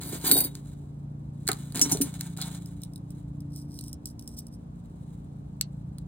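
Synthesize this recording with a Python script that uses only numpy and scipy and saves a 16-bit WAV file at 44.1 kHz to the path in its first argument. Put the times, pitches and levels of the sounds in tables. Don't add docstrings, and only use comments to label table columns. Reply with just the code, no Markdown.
import sys
import numpy as np
from scipy import signal
from scipy.fft import rfft, irfft, next_fast_len
from scipy.io import wavfile
from scipy.ndimage import map_coordinates

SR = 44100
rng = np.random.default_rng(int(sys.argv[2]) if len(sys.argv) > 2 else 0)


def transcribe(u):
    v = np.clip(np.atleast_2d(u).T, -1, 1)
    q = np.round(v * 32767).astype(np.int16)
    wavfile.write(sys.argv[1], SR, q)


N = 267863
TIME = np.arange(N) / SR
AGE = np.arange(SR // 4) / SR

# f/Hz, relative level/dB, time to fall by 60 dB (t60)/s
LINK = [(4515, -8.5, .06), (8143, -14, .03), (8659, -9, .08), (10082, -8, .09), (10859, -6, .085),
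        (11968, -2, .04), (13201, -2, .07), (14592, -12, .09), (14859, -7, .06)]
# f/Hz, relative level/dB
TICK = [(300, -45.5), (1500, -15.5), (2900, -23.5), (4300, 0), (5400, -13), (8000, -6), (10000, -4),
        (12000, -11), (14000, -13.5), (16500, -9.5)]
SETTLE_DB_PER_S = 618


def amp(db):
    return 10 ** (np.asarray(db) / 20)


def unit(x):
    return x / np.sqrt(np.mean(x ** 2) + 1e-20)


def along(points, hz):
    f, v = np.transpose(points)
    return np.interp(np.log(hz + 1), np.log(f + 1), v)


def wobble(rate):
    return map_coordinates(rng.standard_normal(400), [TIME * rate + 2], mode="mirror")


def filtered(x, response):
    m = next_fast_len(N + SR // 2)
    spectrum = rfft(x, m) * response(np.fft.rfftfreq(m, 1 / SR))
    return irfft(spectrum, m)[..., :N]


def coloured(x, spectrum):
    return filtered(x, lambda hz: unit(amp(along(spectrum, hz))))


def add(track, s, sound):
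    part = track[max(round(s * SR), 0):][:len(sound)]
    part += sound[:len(part)]


def dying(t60):
    return amp(-60 * AGE / max(t60, .001))


def blow(sound):
    return sound / np.sqrt(np.mean(sound[:SR // 500] ** 2) + 1e-20)


def contacts(rate, spread_db):
    happens = rng.random(N) < rate / SR
    signs = rng.choice([-1, 1], N)
    sizes = amp(spread_db * np.clip(rng.standard_normal(N), -2, 2))
    return unit(happens * signs * sizes)


def strike(modes, crack_db, crack_t60, detune=0, rise_s=.0002):
    strengths = amp(2.5 * rng.standard_normal(len(modes)))
    pitches = np.exp(detune * rng.standard_normal(len(modes)))
    ring = np.zeros(len(AGE))
    for strength, pitch, (hz, db, t60) in zip(strengths, pitches, modes):
        tone = np.sin(2 * np.pi * (pitch * hz * AGE + rng.random()))
        ring += strength * amp(db) * dying(t60) * tone
    crack = np.convolve(rng.standard_normal(len(AGE)), [1, 0, -1], "same") * dying(crack_t60)
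    rise = 1 - np.exp(-AGE / rise_s)
    return blow(rise * (blow(ring) + amp(crack_db) * blow(crack)))


def rattle(modes, gain, rate, detune, count=12):
    out = np.zeros(N)
    moving = np.flatnonzero(gain > gain.max() / 1000)
    span = slice(moving[0], moving[-1] + 1)
    for _ in range(count):
        ring = np.zeros(len(AGE))
        for hz, db, t60 in modes:
            piece_hz = hz * np.exp(detune * rng.normal())
            ring += amp(db) * dying(t60) * np.sin(2 * np.pi * (piece_hz * AGE + rng.random()))
        hits = gain * contacts(rate / count, spread_db=4)
        ringing = signal.oaconvolve(hits[span], ring / np.linalg.norm(ring))
        add(out, span.start / SR, ringing)
    return out / np.sqrt(count)


def stroke(start, length, fade_db_per_s, release_db_per_s):
    attack_s = 0.0036
    age = np.maximum(TIME - start, 0)
    rise = np.clip((TIME - start) / attack_s + 1, 0, 1) ** 2
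    fade_db = -fade_db_per_s * np.minimum(age, length)
    release_db = -release_db_per_s * np.maximum(age - length, 0)
    return rise * amp(fade_db + release_db)


def swells(rows):
    return sum(amp(db) * np.exp(-((TIME - s) / half) ** 2) for s, half, db in rows)


def low_cut(x, cut_hz):
    return signal.sosfilt(signal.butter(4, cut_hz, "high", fs=SR, output="sos"), x)


def chain():
    # start t/s, length/s, relative level/dB
    shoves = [(0.023, 0.25, -41.5), (0.264, 0.071, -28), (0.309, 0.095, -22), (0.434, 0.0091, -27)]
    # t/s, relative level/dB
    clinks = [(.251, -18), (0.276, -12.5), (0.3137, -0.5), (.319, -3), (0.3482, -14.5), (.366, -11),
              (.387, -9), (.404, -8.5), (.413, -18.5), (.441, -18)]
    # f/Hz, relative level/dB, t60/s
    light_links = [(2750, -19, .2), (3430, -7.5, 0.24), (3810, 4, 0.19), (4231, -15.5, .2)]
    fade_db_per_s = 47.5
    strokes = [amp(db) * stroke(s, length, fade_db_per_s, SETTLE_DB_PER_S) for s, length, db in shoves]
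    jostle = np.max(strokes, axis=0)
    links = rattle(LINK, jostle, rate=190, detune=.025)
    pearls = coloured(jostle * contacts(rate=350, spread_db=5), TICK)
    thin = np.zeros(N)
    for hz, db, t60 in light_links:
        thin += amp(db) * rattle([(hz, 0, t60)], jostle, rate=80, detune=.003, count=1)
    out = amp(1.5) * links + amp(-16.0) * pearls + amp(-23) * thin
    for s, db in clinks:
        clink = strike(LINK, crack_db=-7, crack_t60=.025, detune=.002)
        add(out, s, amp(db - 10.0) * clink)
    return out


def sliding():
    # start t/s, length/s, relative scrape level/dB,
    # scrape fade/(dB per s; negative grows), relative drumming level/dB
    pushes = [(0.008, 0.37, -56, -17.5, -49.5), (0.122, 0.036, -46.5, 43, -43.5),
              (0.241, 0.2, -38.5, 61.5, -37.5), (0.542, 0.012, -57.5, 29, -63), (1.469, 0.43, -55, 43, -64),
              (1.748, 0.32, -43, 39, -44), (2.14, 0.14, -55.5, 31, -67.5), (2.367, 0.18, -54, -13, -60)]
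    # middle t/s, half length/s, relative level/dB
    brushes = [(.67, 0.11, -71.5), (1.46, 0.071, -74.5), (2.69, 0.15, -69.5), (3.17, 0.069, -78),
               (5.04, 0.2, -80.5)]
    # f/Hz, relative level/dB
    scrape_colour = [(200, -32.5), (700, 0), (1500, -3), (2700, -8.5), (3900, 2), (5200, -10.5),
                     (7000, 1.5), (10000, 1), (13000, -7.5), (16000, -5.5)]
    # f/Hz, relative level/dB
    table_colour = [(60, -16), (150, -3.5), (300, 1.5), (480, -4), (600, -10.5), (900, -15.5), (1500, -33),
                    (3000, -33)]
    release_db_per_s, drum_fade_db_per_s = 205.5, 18.5
    handling_db = -85.5
    rub = swells(brushes) + amp(handling_db)
    weight = np.zeros(N)
    for s, length, scrape_db, fade, drum_db in pushes:
        rub = np.maximum(rub, amp(scrape_db) * stroke(s, length, fade, release_db_per_s))
        press = amp(drum_db) * stroke(s, length, drum_fade_db_per_s, SETTLE_DB_PER_S)
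        weight = np.maximum(weight, press)
    catching = amp(3 * wobble(60))
    scrape = rub * unit(catching * contacts(rate=2000, spread_db=5))
    drum = weight * contacts(rate=400, spread_db=4.5)
    return amp(7.5) * coloured(scrape, scrape_colour) + amp(0.5) * coloured(drum, table_colour)


def ticks():
    # t/s, relative level/dB
    taps = [(0.014, -26.5), (0.034, -25.5), (0.314, -5), (0.553, -25.5), (1.471, -23), (1.4773, -10.5),
            (1.4875, -9.5), (1.4886, -14.5), (1.5162, -11), (1.531, -22), (1.723, -29.5), (1.758, -16.5),
            (1.773, -21), (1.7946, -13.5), (1.895, -25.5), (1.972, -21.5), (2.2098, -15), (2.373, -27),
            (2.415, -17.5), (2.422, -20), (5.984, -32)]
    t60_s, bounce_s, bounce_db = 0.011, 0.0077, -22
    out = np.zeros(N)
    for s, db in taps:
        for delay, softer_db in [(0, 0), (bounce_s, bounce_db)]:
            crack = blow(rng.standard_normal(len(AGE)) * dying(t60_s))
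            add(out, s + delay, amp(db + softer_db - 8) * crack)
    return coloured(out, TICK)


def thuds():
    # t/s, relative level/dB, f/Hz
    knocks = [(.32, -24, 350), (0.355, -26.5, 440), (.369, -30, 650), (0.449, -37, 338),
              (1.4905, -21, 1650), (1.4915, -26, 887), (1.492, -25, 438), (1.757, -28, 180.6),
              (1.82, -29, 206), (1.858, -31, 252), (1.917, -33, 930), (1.923, -25.5, 197),
              (1.949, -28, 435), (2.004, -23.5, 260), (2.387, -40, 1084)]
    # f/Hz, relative level/dB, t60/s
    board = [(172, -5, .09), (281.6, 3.5, 0.13), (409.7, -9.5, 0.046)]
    spread_octaves, t60_at_400_hz_s, rise_cycles = .6, 0.02, 1
    board_rise_s, board_reach_octaves = .004, .45
    out = np.zeros(N)
    octaves = spread_octaves * np.linspace(-1, 1, 9)
    weights = np.cos(octaves * np.pi / 2)
    for s, db, hz in knocks:
        pitches = hz * 2 ** (octaves + .08 * rng.standard_normal(len(octaves)))
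        rings = [np.sin(2 * np.pi * f * AGE) * dying(t60_at_400_hz_s * (400 / f) ** .7) for f in pitches]
        knock = (weights * rng.choice([-1, 1], len(octaves))) @ np.array(rings)
        knock *= 1 - np.exp(-AGE * hz / rise_cycles)
        boom = np.zeros(len(AGE))
        for f, level, t60 in board:
            nearness = np.exp(-(np.log2(f / hz) / board_reach_octaves) ** 2)
            boom += amp(level) * nearness * np.sin(2 * np.pi * f * AGE) * dying(t60)
        boom *= 1 - np.exp(-AGE / board_rise_s)
        add(out, s, amp(db + 4.0) * (knock / np.abs(knock).max() + boom))
    return out


def bracelet():
    # t/s, relative level/dB, centre f/Hz of the modes that the contact wakes
    clanks = [(1.8142, -7.5, 7300), (1.915, -17, 14000), (1.9195, -14.5, 9600), (2.0122, -19.5, 13000),
              (2.0159, -14, 12100)]
    # f/Hz, relative level/dB, t60/s
    shell_modes = [(4285, -12, .1), (4597, -5, .09), (5620, -2, .11), (5879, -1, .07), (6438, -2, .1),
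                   (7066, -2, .1), (7790, -10, .07), (8895, -7, .05), (9134, -2, .11), (10648, -4, .06),
                   (10888, 1, .07), (11320, -6, .07), (13180, -3, .055), (14145, -6, .08)]
    # middle t/s, half length/s (its sign does not matter), level/dB
    drags = [(2.423, -0.02, -40)]
    # f/Hz, relative level/dB, t60/s
    rim = [(3410, -7, 0.025), (4000, 1, 0.019)]
    focus_db = 13.5
    rebound_s, rebound_db = 0.0058, -7
    crack_db, crack_t60_s = -5, .025
    struck_link_db = -9.5
    out = np.zeros(N)
    for s, db, centre_hz in clanks:
        modes = [(hz, level - focus_db * abs(np.log2(hz / centre_hz)), t60) for hz, level, t60 in shell_modes]
        for delay, softer_db in [(0, 0), (rebound_s, rebound_db)]:
            shell = strike(modes, crack_db, crack_t60_s)
            link = strike(LINK, crack_db, crack_t60_s, detune=.07)
            add(out, s + delay, amp(db + softer_db - 5) * (shell + amp(struck_link_db) * link))
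    return out + rattle(rim, swells(drags), rate=350, detune=.06, count=6)


def hinge():
    # t/s, relative level/dB, f/Hz of the part that catches
    catches = [(2.6592, -33.5, 13400), (2.818, -35, 13900), (2.8347, -26, 3920), (2.935, -40, 8800),
               (2.959, -31.5, 4020), (3.1048, -38.5, 14000), (3.405, -41, 5190), (3.561, -30.5, 14700),
               (3.7893, -27, 4170), (3.8103, -29, 4400), (3.8394, -32.5, 9050), (3.881, -32, 8700),
               (3.93, -26, 8970), (4.0567, -20.5, 7700), (4.1938, -31, 10060), (4.224, -39, 14000),
               (4.2764, -26, 5480), (4.389, -26, 14300), (4.468, -35, 9400)]
    # middle t/s, half length/s, level/dB before the bass is cut
    grinds = [(3.577, 0.049, -52), (3.763, 0.054, -52.5), (3.87, 0.038, -51.5), (4.088, 0.023, -48),
              (4.333, 0.097, -60.5), (4.386, 0.013, -41.5), (4.538, 0.018, -58)]
    # f/Hz, relative level/dB, t60/s
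    hinge_modes = [(3030, -30.5, 0.075), (3900, -18.5, 0.023), (4390, -10, 0.014), (5400, 8, 0.0069),
                   (7700, -16.5, 0.033), (8290, -1.5, 0.028), (9510, 0.5, 0.034), (12670, 0, 0.021),
                   (14400, -3, 0.013)]
    part_db, part_t60_s = 5.5, 0.011
    slip_s, slip_db = 0.015, -13.5
    out = np.zeros(N)
    for s, db, hz in catches:
        modes = hinge_modes + [(hz, part_db, part_t60_s)]
        for delay, softer_db in [(0, 0), (slip_s * np.exp(.2 * rng.normal()), slip_db)]:
            catch = strike(modes, crack_db=-1, crack_t60=.009, detune=.015)
            add(out, s + delay, amp(db + softer_db - 9.0) * catch)
    for s, half, db in grinds:
        out += rattle(hinge_modes, swells([(s, half, db)]), rate=1000, detune=.06, count=6)
    return low_cut(out, cut_hz=3120)


def clasp():
    # t/s, relative level/dB
    snap_event = (5.6116, -3.1)
    # f/Hz, relative level/dB, t60/s
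    clasp_modes = [(4400, 3, 0.0086), (7740, 2.5, 0.011), (8460, 0.5, 0.011), (10750, 4.5, 0.014)]
    out = np.zeros(N)
    s, db = snap_event
    snap = strike(clasp_modes, crack_db=-1, crack_t60=.007)
    add(out, s, amp(db - 13.5) * snap)
    return out


def motor():
    # t/s, speed/(turns per s)
    speed = [(0, 28.45), (.9, 28.8), (2.2, 28.48), (3.8, 29), (5.3, 28.68)]
    # t/s, relative level/dB of the low overtones, of the middle one, of the upper ones
    drift_levels = [(0, -43, -51, -40.5), (1.7, -43, -47.5, -39.5), (2.45, -40.5, -45, -35.5),
                    (2.9, -44.5, -61, -38), (3.5, -39.5, -44, -36), (4.201, -53.5, -40, -44),
                    (4.7, -48, -46, -46), (5.7, -43.5, -52.5, -45.5)]
    # multiple of the turning speed, relative level/dB
    overtones = [(2, -6.5), (4, 2), (5, 8), (6, 6.5), (7, -2), (8, -1), (10, -5.5), (11, -17.5),
                 (14, -22.5)]
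    middle_order, waver_db = 8, 3.5
    turns = np.cumsum(np.interp(TIME, *np.transpose(speed))) / SR
    s, *levels = np.transpose(drift_levels)
    low, middle, upper = [amp(np.interp(TIME, s, db)) for db in levels]
    hum = np.zeros(N)
    for order, db in overtones:
        k = round(order)
        drift = low if k < middle_order else middle if k == middle_order else upper
        level = drift * amp(db + waver_db * wobble(1.7))
        hum += level * np.cos(2 * np.pi * k * turns + .25 * wobble(1))
    return amp(-6.0) * hum


def air():
    # f/Hz, relative level/dB
    air_colour = [(20, -33.5), (55, 4), (130, 2), (260, -7), (450, -20), (900, -27), (2000, -46.5),
                  (5000, -53), (10000, -56), (16000, -67)]
    mid, side = coloured(rng.standard_normal((2, N)), air_colour)
    side = filtered(side, lambda hz: amp(along([(150, -16.0), (700, 3.0), (2000, 4.0)], hz)))
    return amp(-45) * np.array([mid + side, mid - side])


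def room(x):
    # f/Hz, t60/s
    room_t60 = [(200, 0.23), (2000, 0.13), (12000, 0.035)]
    hz, t, z = signal.stft(rng.standard_normal((2, SR // 2)), SR, nperseg=256)
    fade = amp(-60 * t / along(room_t60, hz)[:, None])
    tail = signal.istft(z * fade, SR, nperseg=256)[1]
    tail = tail * (1 - np.exp(-np.arange(tail.shape[1]) / SR / 0.00032))
    return signal.fftconvolve(x[None], tail / np.linalg.norm(tail[0]), axes=1)[:, :N]


def ports(x):
    # f/Hz, phase/radians
    lead = [(0, 0), (2200, .6), (4300, 1.9), (5700, 3.2), (8300, 6.1), (11800, 9.4), (16500, 14)]
    left = filtered(x, lambda hz: np.exp(.5j * np.interp(hz, *np.transpose(lead))))
    right = filtered(x, lambda hz: np.exp(-.5j * np.interp(hz, *np.transpose(lead))))
    return np.array([amp(-0.63) * left, right])


def scene():
    metal = chain() + bracelet() + ticks()
    held = hinge() + clasp()
    slides, blows = sliding(), thuds()
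    spread = filtered(slides + amp(1.5) * blows,
                      lambda hz: amp(along([(250, -17.0), (900, -4.0), (6000, -4.0)], hz)))
    direct = ports(metal + held + slides + blows)
    echoes = room(amp(-13.0) * metal + amp(-11.5) * held + spread)
    return direct + echoes + motor() + air()


def record(dry):
    top_hz = 15900
    return filtered(np.clip(dry, -1, 1), lambda hz: 1 / np.sqrt(1 + (hz / top_hz) ** 160))


dry = scene()
out = record(dry)
transcribe(out)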